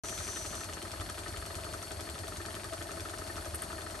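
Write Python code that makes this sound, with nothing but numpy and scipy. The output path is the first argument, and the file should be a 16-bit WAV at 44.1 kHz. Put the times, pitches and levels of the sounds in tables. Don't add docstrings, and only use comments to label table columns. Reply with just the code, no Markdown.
import sys
import numpy as np
from scipy import signal
from scipy.fft import rfft, irfft, next_fast_len
from scipy.io import wavfile
from scipy.ndimage import map_coordinates

SR = 44100
rng = np.random.default_rng(int(sys.argv[2]) if len(sys.argv) > 2 else 0)


def store_wav(level_fs):
    pcm = np.round(np.clip(np.atleast_2d(level_fs), -1, 1) * 32767)
    wavfile.write(sys.argv[1], SR, pcm.T.astype(np.int16))


N = 176400


def amp(db):
    return 10 ** (np.asarray(db) / 20)


def unit(x):
    return x / np.sqrt(np.mean(x ** 2) + 1e-20)


def along(points, hz):
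    knots_hz, values = np.transpose(points)
    return np.interp(np.log(hz + 1), np.log(knots_hz + 1), values)


def curve(points):
    return np.interp(np.arange(N) / SR, *np.transpose(points))


def wobble(rate_hz):
    knots = rng.standard_normal(int(N * rate_hz / SR) + 4)
    return map_coordinates(knots, [np.arange(N) * rate_hz / SR])


def filtered(x, response):
    size = 2 * next_fast_len(N)
    return irfft(rfft(x, size) * response(np.fft.rfftfreq(size, 1 / SR)), size)[..., :N]


def coloured(x, colour):
    size = 8192
    cepstrum = irfft(np.log(amp(along(colour, np.fft.rfftfreq(size, 1 / SR)))))
    cepstrum[1:size // 2] *= 2
    cepstrum[size // 2 + 1:] = 0
    kernel = irfft(np.exp(rfft(cepstrum)))
    return signal.fftconvolve(x, kernel / np.linalg.norm(kernel))[:N]


def rush(colour, envelope=1):
    return coloured(envelope * rng.standard_normal(N), colour)


def every_turn(crank, pattern, scatter_db, jitter_s):
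    times_s, turns = np.transpose(crank)
    centres_s = np.interp(np.arange(turns[0], turns[-1]), turns, times_s)
    rows = np.array([(centre + delay, *rest) for centre in centres_s for delay, *rest in pattern])
    rows[:, :2] += rng.standard_normal((len(rows), 2)) * [jitter_s, scatter_db]
    return rows[(rows[:, 0] > 0) & (rows[:, 0] < (N - 1) / SR)]


def bursts(rows, attack_s=.0005):
    t = np.arange(SR // 10) / SR
    rise = 1 - np.exp(-t / attack_s)
    power = np.zeros(N + len(t))
    for start_s, db, decay_s in rows:
        power[int(start_s * SR):][:len(t)] += (amp(db) * rise * np.exp(-t / decay_s)) ** 2
    return np.sqrt(power[:N])


def struck(blows, modes, vary_db, rise_s, detune=0):
    t = np.arange(SR // 6) / SR
    hz, width_hz, db = np.transpose(modes)[:, :, None]
    decays = amp(db) * width_hz * np.exp(-np.pi * width_hz * t) * (1 - np.exp(-t / rise_s))
    draws = rng.standard_normal((len(blows), 2, len(modes)))
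    out = np.zeros(N + len(t))
    for (start_s, level_db), (mix, sharp) in zip(blows, draws):
        rings = decays * np.cos(2 * np.pi * hz * (1 + detune * sharp[:, None]) * t)
        out[int(start_s * SR):][:len(t)] += amp(level_db + vary_db * mix) @ rings
    return unit(out[:N])


def chuffer():
    # time in s, turns completed.
    crank = [(-.1164, -2), (.6937, 8), (1.3455, 16), (1.749, 21), (2.323, 28), (2.9759, 36), (3.4635, 42),
             (4.1115, 50)]
    # delay after dead centre in s, level in dB, decay in s.
    chuffs = [(-.007, 3, 0.0024), (-.005, -5, 0.012), (-.001, -4, 0.0065), (0.041, -7.5, 0.0053)]
    # delay after dead centre in s, level in dB.
    pipe_pulses = [(-.0022, 2.5), (.041, -5.5)]
    frame_knocks = [(-.0008, 0)]
    bed_thumps = [(-.0215, 16.8), (.018, 11.2)]
    # frequency in Hz, width in Hz, level in dB.
    pipe_modes = [(1275, 105, 0), (1400, 200, -10), (1810, 190, -11)]
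    frame_modes = [(344, 31, -3), (410.6, 33, 2), (515, 7, -4), (654, 25, -19)]
    bed_modes = [(55.7, 4.7, 3), (80.9, 15.6, 6.5), (155.6, 32, -4), (208.8, 3.4, -2.5)]
    # frequency in Hz, level in dB.
    exhaust_colour = [(250, -20), (600, -7.5), (1050, -5.5), (1190, -9.5), (1280, -3), (1400, -2.5),
                      (1600, -5), (1820, 2), (2150, -13), (4000, -16), (12000, -35)]
    # time in s, exhaust and pipe gain in dB.
    effort = [(0, 0.5), (1.2, 1.5), (2.1, -2), (2.7, 0.5), (3.3, 1.4), (4, 1.5)]
    puffs = every_turn(crank, chuffs, scatter_db=.6, jitter_s=.00048)
    exhaust = unit(rush(exhaust_colour, bursts(puffs)))
    pulses = every_turn(crank, pipe_pulses, scatter_db=.6, jitter_s=.0006)
    pipe = struck(pulses, pipe_modes, vary_db=.6, rise_s=.006, detune=.013)
    knocks = every_turn(crank, frame_knocks, scatter_db=1, jitter_s=.0009)
    frame = struck(knocks, frame_modes, vary_db=1.5, rise_s=.00083)
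    thumps = every_turn(crank, bed_thumps, scatter_db=2.6, jitter_s=.0008)
    bed = -struck(thumps, bed_modes, vary_db=2, rise_s=.0013)
    chuffing = amp(curve(effort)) * (amp(-54.9) * exhaust + amp(-53) * pipe)
    return chuffing + amp(-56.5) * frame + amp(-51.5) * bed


def rattling(contacts, rebound_s=.001, rebound_db=-11):
    rebounds = contacts.copy()
    rebounds[:, 0] += rebound_s * (.5 + rng.random(len(contacts)))
    rebounds[:, 1] += rebound_db
    return np.vstack([contacts, rebounds[rebounds[:, 0] < (N - 1) / SR]])


def clacker():
    # time in s, turns completed.
    crank = [(-.0886, -2), (.4616, 4), (.8265, 8), (1.2809, 13), (1.918, 20), (2.4613, 26), (2.9171, 31),
             (3.1855, 34), (3.6362, 39), (4.0917, 44)]
    # delay after dead centre in s, level in dB, decay in s.
    linkage_hits = [(-.0084, 0, .001), (.0002, -2.5, .001), (.0452, -4, .001), (.0538, -5, .0012)]
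    valve_spits = [(-.001, 0, .0018), (.002, -14.5, .013), (.054, -16, .004)]
    # delay after dead centre in s, level in dB.
    frame_knocks = [(-.008, -6), (.003, -1), (.028, -10)]
    bed_thumps = [(.007, 3), (.05, -1.5)]
    # frequency in Hz, width in Hz, level in dB.
    frame_modes = [(332, 60, -5), (396, 36, -1.5), (624, 96, -4), (1307, 310, 0.5)]
    bed_modes = [(92.3, 19, 0)]
    # frequency in Hz, level in dB.
    clack_colour = [(400, -14), (1000, -7), (1400, -1), (2200, -2), (3400, 1), (4300, -8), (7000, -20),
                    (12000, -30)]
    spit_colour = [(1000, -18), (2500, -7), (3500, -2), (5000, 1.5), (7000, 0), (9200, 1), (11000, -4),
                   (12500, -12)]
    # time in s, gain in dB.
    effort = [(0, 1.5), (1.4, -1), (2.1, -1), (2.7, -0.5), (3.3, -2), (3.7, -3.5), (4, -4)]
    valve_flow = [(0, .5), (1.5, 0.5), (3.3, -0.3), (3.7, -5.5), (4, -1)]
    contacts = rattling(every_turn(crank, linkage_hits, scatter_db=1.2, jitter_s=.0003))
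    impulses = np.bincount((contacts[:, 0] * SR).astype(int), amp(contacts[:, 1]), N)
    clicks = amp(-53.3) * unit(coloured(impulses, clack_colour))
    scrapes = amp(-62) * unit(rush(clack_colour, bursts(contacts)))
    openings = every_turn(crank, valve_spits, scatter_db=1.2, jitter_s=.000077)
    spits = amp(-53.3 + curve(valve_flow)) * unit(rush(spit_colour, bursts(openings)))
    knocks = every_turn(crank, frame_knocks, scatter_db=1, jitter_s=.00064)
    frame = struck(knocks, frame_modes, vary_db=4, rise_s=.002)
    thumps = every_turn(crank, bed_thumps, scatter_db=1.5, jitter_s=.0015)
    bed = struck(thumps, bed_modes, vary_db=.2, rise_s=.0044)
    return amp(curve(effort)) * (clicks + scrapes) + spits + amp(-54) * frame + amp(-53) * bed


def bench():
    # frequency in Hz, level in dB.
    hum_colour = [(100, -12.5), (160, -6), (260, -6.5), (340, 4), (420, -4), (480, -12), (570, -1),
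                  (645, 4.5), (730, -3.5), (1100, -6), (1300, -16.5), (2200, -24), (4000, -34)]
    rumble_colour = [(20, -44.5), (35, -11), (48, 4.5), (60, -1.5), (78, 2.5), (105, -6), (130, -11),
                     (250, -17.5), (600, -62)]
    # time in s, gain in dB.
    hum_drift = [(0, 1.5), (2, 1.5), (2.8, 1.5), (4, 2.5)]
    hum = unit(rush(hum_colour, amp(.29 * wobble(70))))
    return amp(-50.3 + curve(hum_drift)) * hum + amp(-52.2) * rush(rumble_colour)


def boiler_hiss():
    # frequency in Hz, level in dB.
    colour = [(700, -18), (1500, 5), (2200, -3), (3500, -3.5), (4100, -1.5), (4400, 2), (4800, -1),
              (5500, -1), (7200, -2.5), (8700, 1.5), (9700, 3), (11300, 3), (12000, -10), (12600, -20.5)]
    return rush(colour, amp(-48.6 + .7 * wobble(90)))


def resonance(hz, width_hz):
    noise = rng.standard_normal(N)
    return unit(filtered(noise, lambda f: 1 / np.sqrt(1 + (2 * (f - hz) / width_hz) ** 4)))


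def whistles():
    # time in s, level in dB.
    low_level = [(0, -57), (.8, -58.5), (1.9, -59), (2.6, -63), (3.1, -63), (3.7, -59), (4, -56.5)]
    high_level = [(0, -74), (1, -62), (2.1, -61), (2.5, -62.5), (3.2, -59), (4, -65)]
    low = amp(curve(low_level)) * resonance(hz=4320, width_hz=120)
    high = amp(curve(high_level)) * resonance(hz=4478, width_hz=52)
    return low + high


def leak():
    # frequency in Hz, level in dB.
    colour = [(3000, -18.5), (4300, -16), (5400, -16), (5850, -3), (6100, 1), (6400, -8), (6820, -12.5),
              (7300, -8.5), (8150, -12.5), (9500, -8.5), (12000, -24.5)]
    # time in s, level in dB.
    level = [(0, -46), (.1, -42.5), (.38, -42.5), (.55, -46.5), (.62, -45.5), (.68, -61), (.8, -85)]
    return rush(colour, amp(curve(level) + .7 * wobble(46)))


def plate_swells():
    # peak time in s, peak level in dB, length in s, frequency in Hz.
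    swells = [(1.005, -39, .025, 83), (1.395, -38, .035, 75), (1.613, -48, .015, 670), (1.9, -42, .03, 80),
              (2.728, -43, .03, 655), (2.94, -47.5, .05, 650), (3.083, -44, .01, 732),
              (3.155, -48, .035, 630), (3.54, -39, .03, 80)]
    t = np.arange(N) / SR
    out = np.zeros(N)
    for peak_s, db, length_s, hz in swells:
        envelope = amp(db) * np.exp(-(2 * (t - peak_s) / length_s) ** 2)
        out += envelope * np.sin(2 * np.pi * hz * t + rng.uniform(0, 2 * np.pi))
    return out


def spit_and_spurts():
    # frequency in Hz, level in dB.
    colour = [(3000, -14), (7200, -24), (8300, -3), (9200, 1.5), (11200, -0.5), (12500, -18)]
    # start in s, level in dB, decay in s.
    releases = [(1.097, -40, 0.0066), (3.5445, -34, 0.012), (3.555, -35, 0.0059), (3.6198, -28.5, 0.0034),
                (3.632, -40, 0.0078)]
    return rush(colour, bursts(releases))


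def steam():
    return boiler_hiss() + whistles() + leak() + spit_and_spurts()


def room(x, t60_s=.1):
    t = np.arange(SR // 3) / SR
    tail = rng.standard_normal(len(t)) * amp(-60 * t / t60_s) * (t > .002)
    return signal.fftconvolve(x, tail / np.linalg.norm(tail))[:N]


def spread(common, diffuse, coherence):
    def angle_rad(hz):
        return np.arccos(np.clip(along(coherence, hz), 0, 1)) / 2
    mid = filtered(common, lambda hz: np.cos(angle_rad(hz)))
    side = filtered(diffuse, lambda hz: np.sin(angle_rad(hz)))
    return np.array([mid + side, mid - side])


def scene():
    # frequency in Hz, left-right coherence from 0 to 1.
    machine_coherence = [(60, 1), (350, 0.93), (640, 0.94), (1200, 0.18), (2500, 0.25), (5000, 0.093),
                         (8500, 0.89), (12000, 1)]
    steam_coherence = [(700, 0.58), (1200, 0.41), (3000, 1), (5000, 0.57), (7200, 0.67), (8400, 1),
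                       (12000, 1)]
    engines = chuffer() + clacker() + plate_swells()
    common = engines + amp(-14) * room(engines) + bench()
    diffuse = room(engines) + bench()
    return spread(common, diffuse, machine_coherence) + spread(steam(), steam(), steam_coherence)


def record(dry):
    # frequency in Hz, left level over right in dB.
    left_db = [(60, 3), (97, -1), (160, 3), (260, 1), (410, 0), (670, 6.5), (1090, 3), (1760, 4.5),
               (2850, 3.5), (4630, 4.5), (7500, 2.5), (12200, -1)]
    # frequency in Hz, left phase lead in radians.
    lead_rad = [(0, 0), (400, .3), (900, 1.1), (1500, .2), (2000, .1), (2600, 1.1), (4500, .65), (6700, .1),
                (7500, 1.2), (8200, .1), (8750, 0), (10200, -3.14), (11800, -6.28)]
    start_s, low_cut_hz, top_hz = .036, 35, 12700
    half = np.array([[.5], [-.5]])
    ports = filtered(dry, lambda hz: amp(half * along(left_db, hz))
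                     * np.exp(1j * half * along(lead_rad, hz)))
    ports = filtered(ports, lambda hz: 1 - 1 / (1 + (hz / low_cut_hz) ** 6))
    return filtered(ports * (np.arange(N) / SR > start_s), lambda hz: hz < top_hz)


dry = scene()
out = record(dry)
store_wav(out)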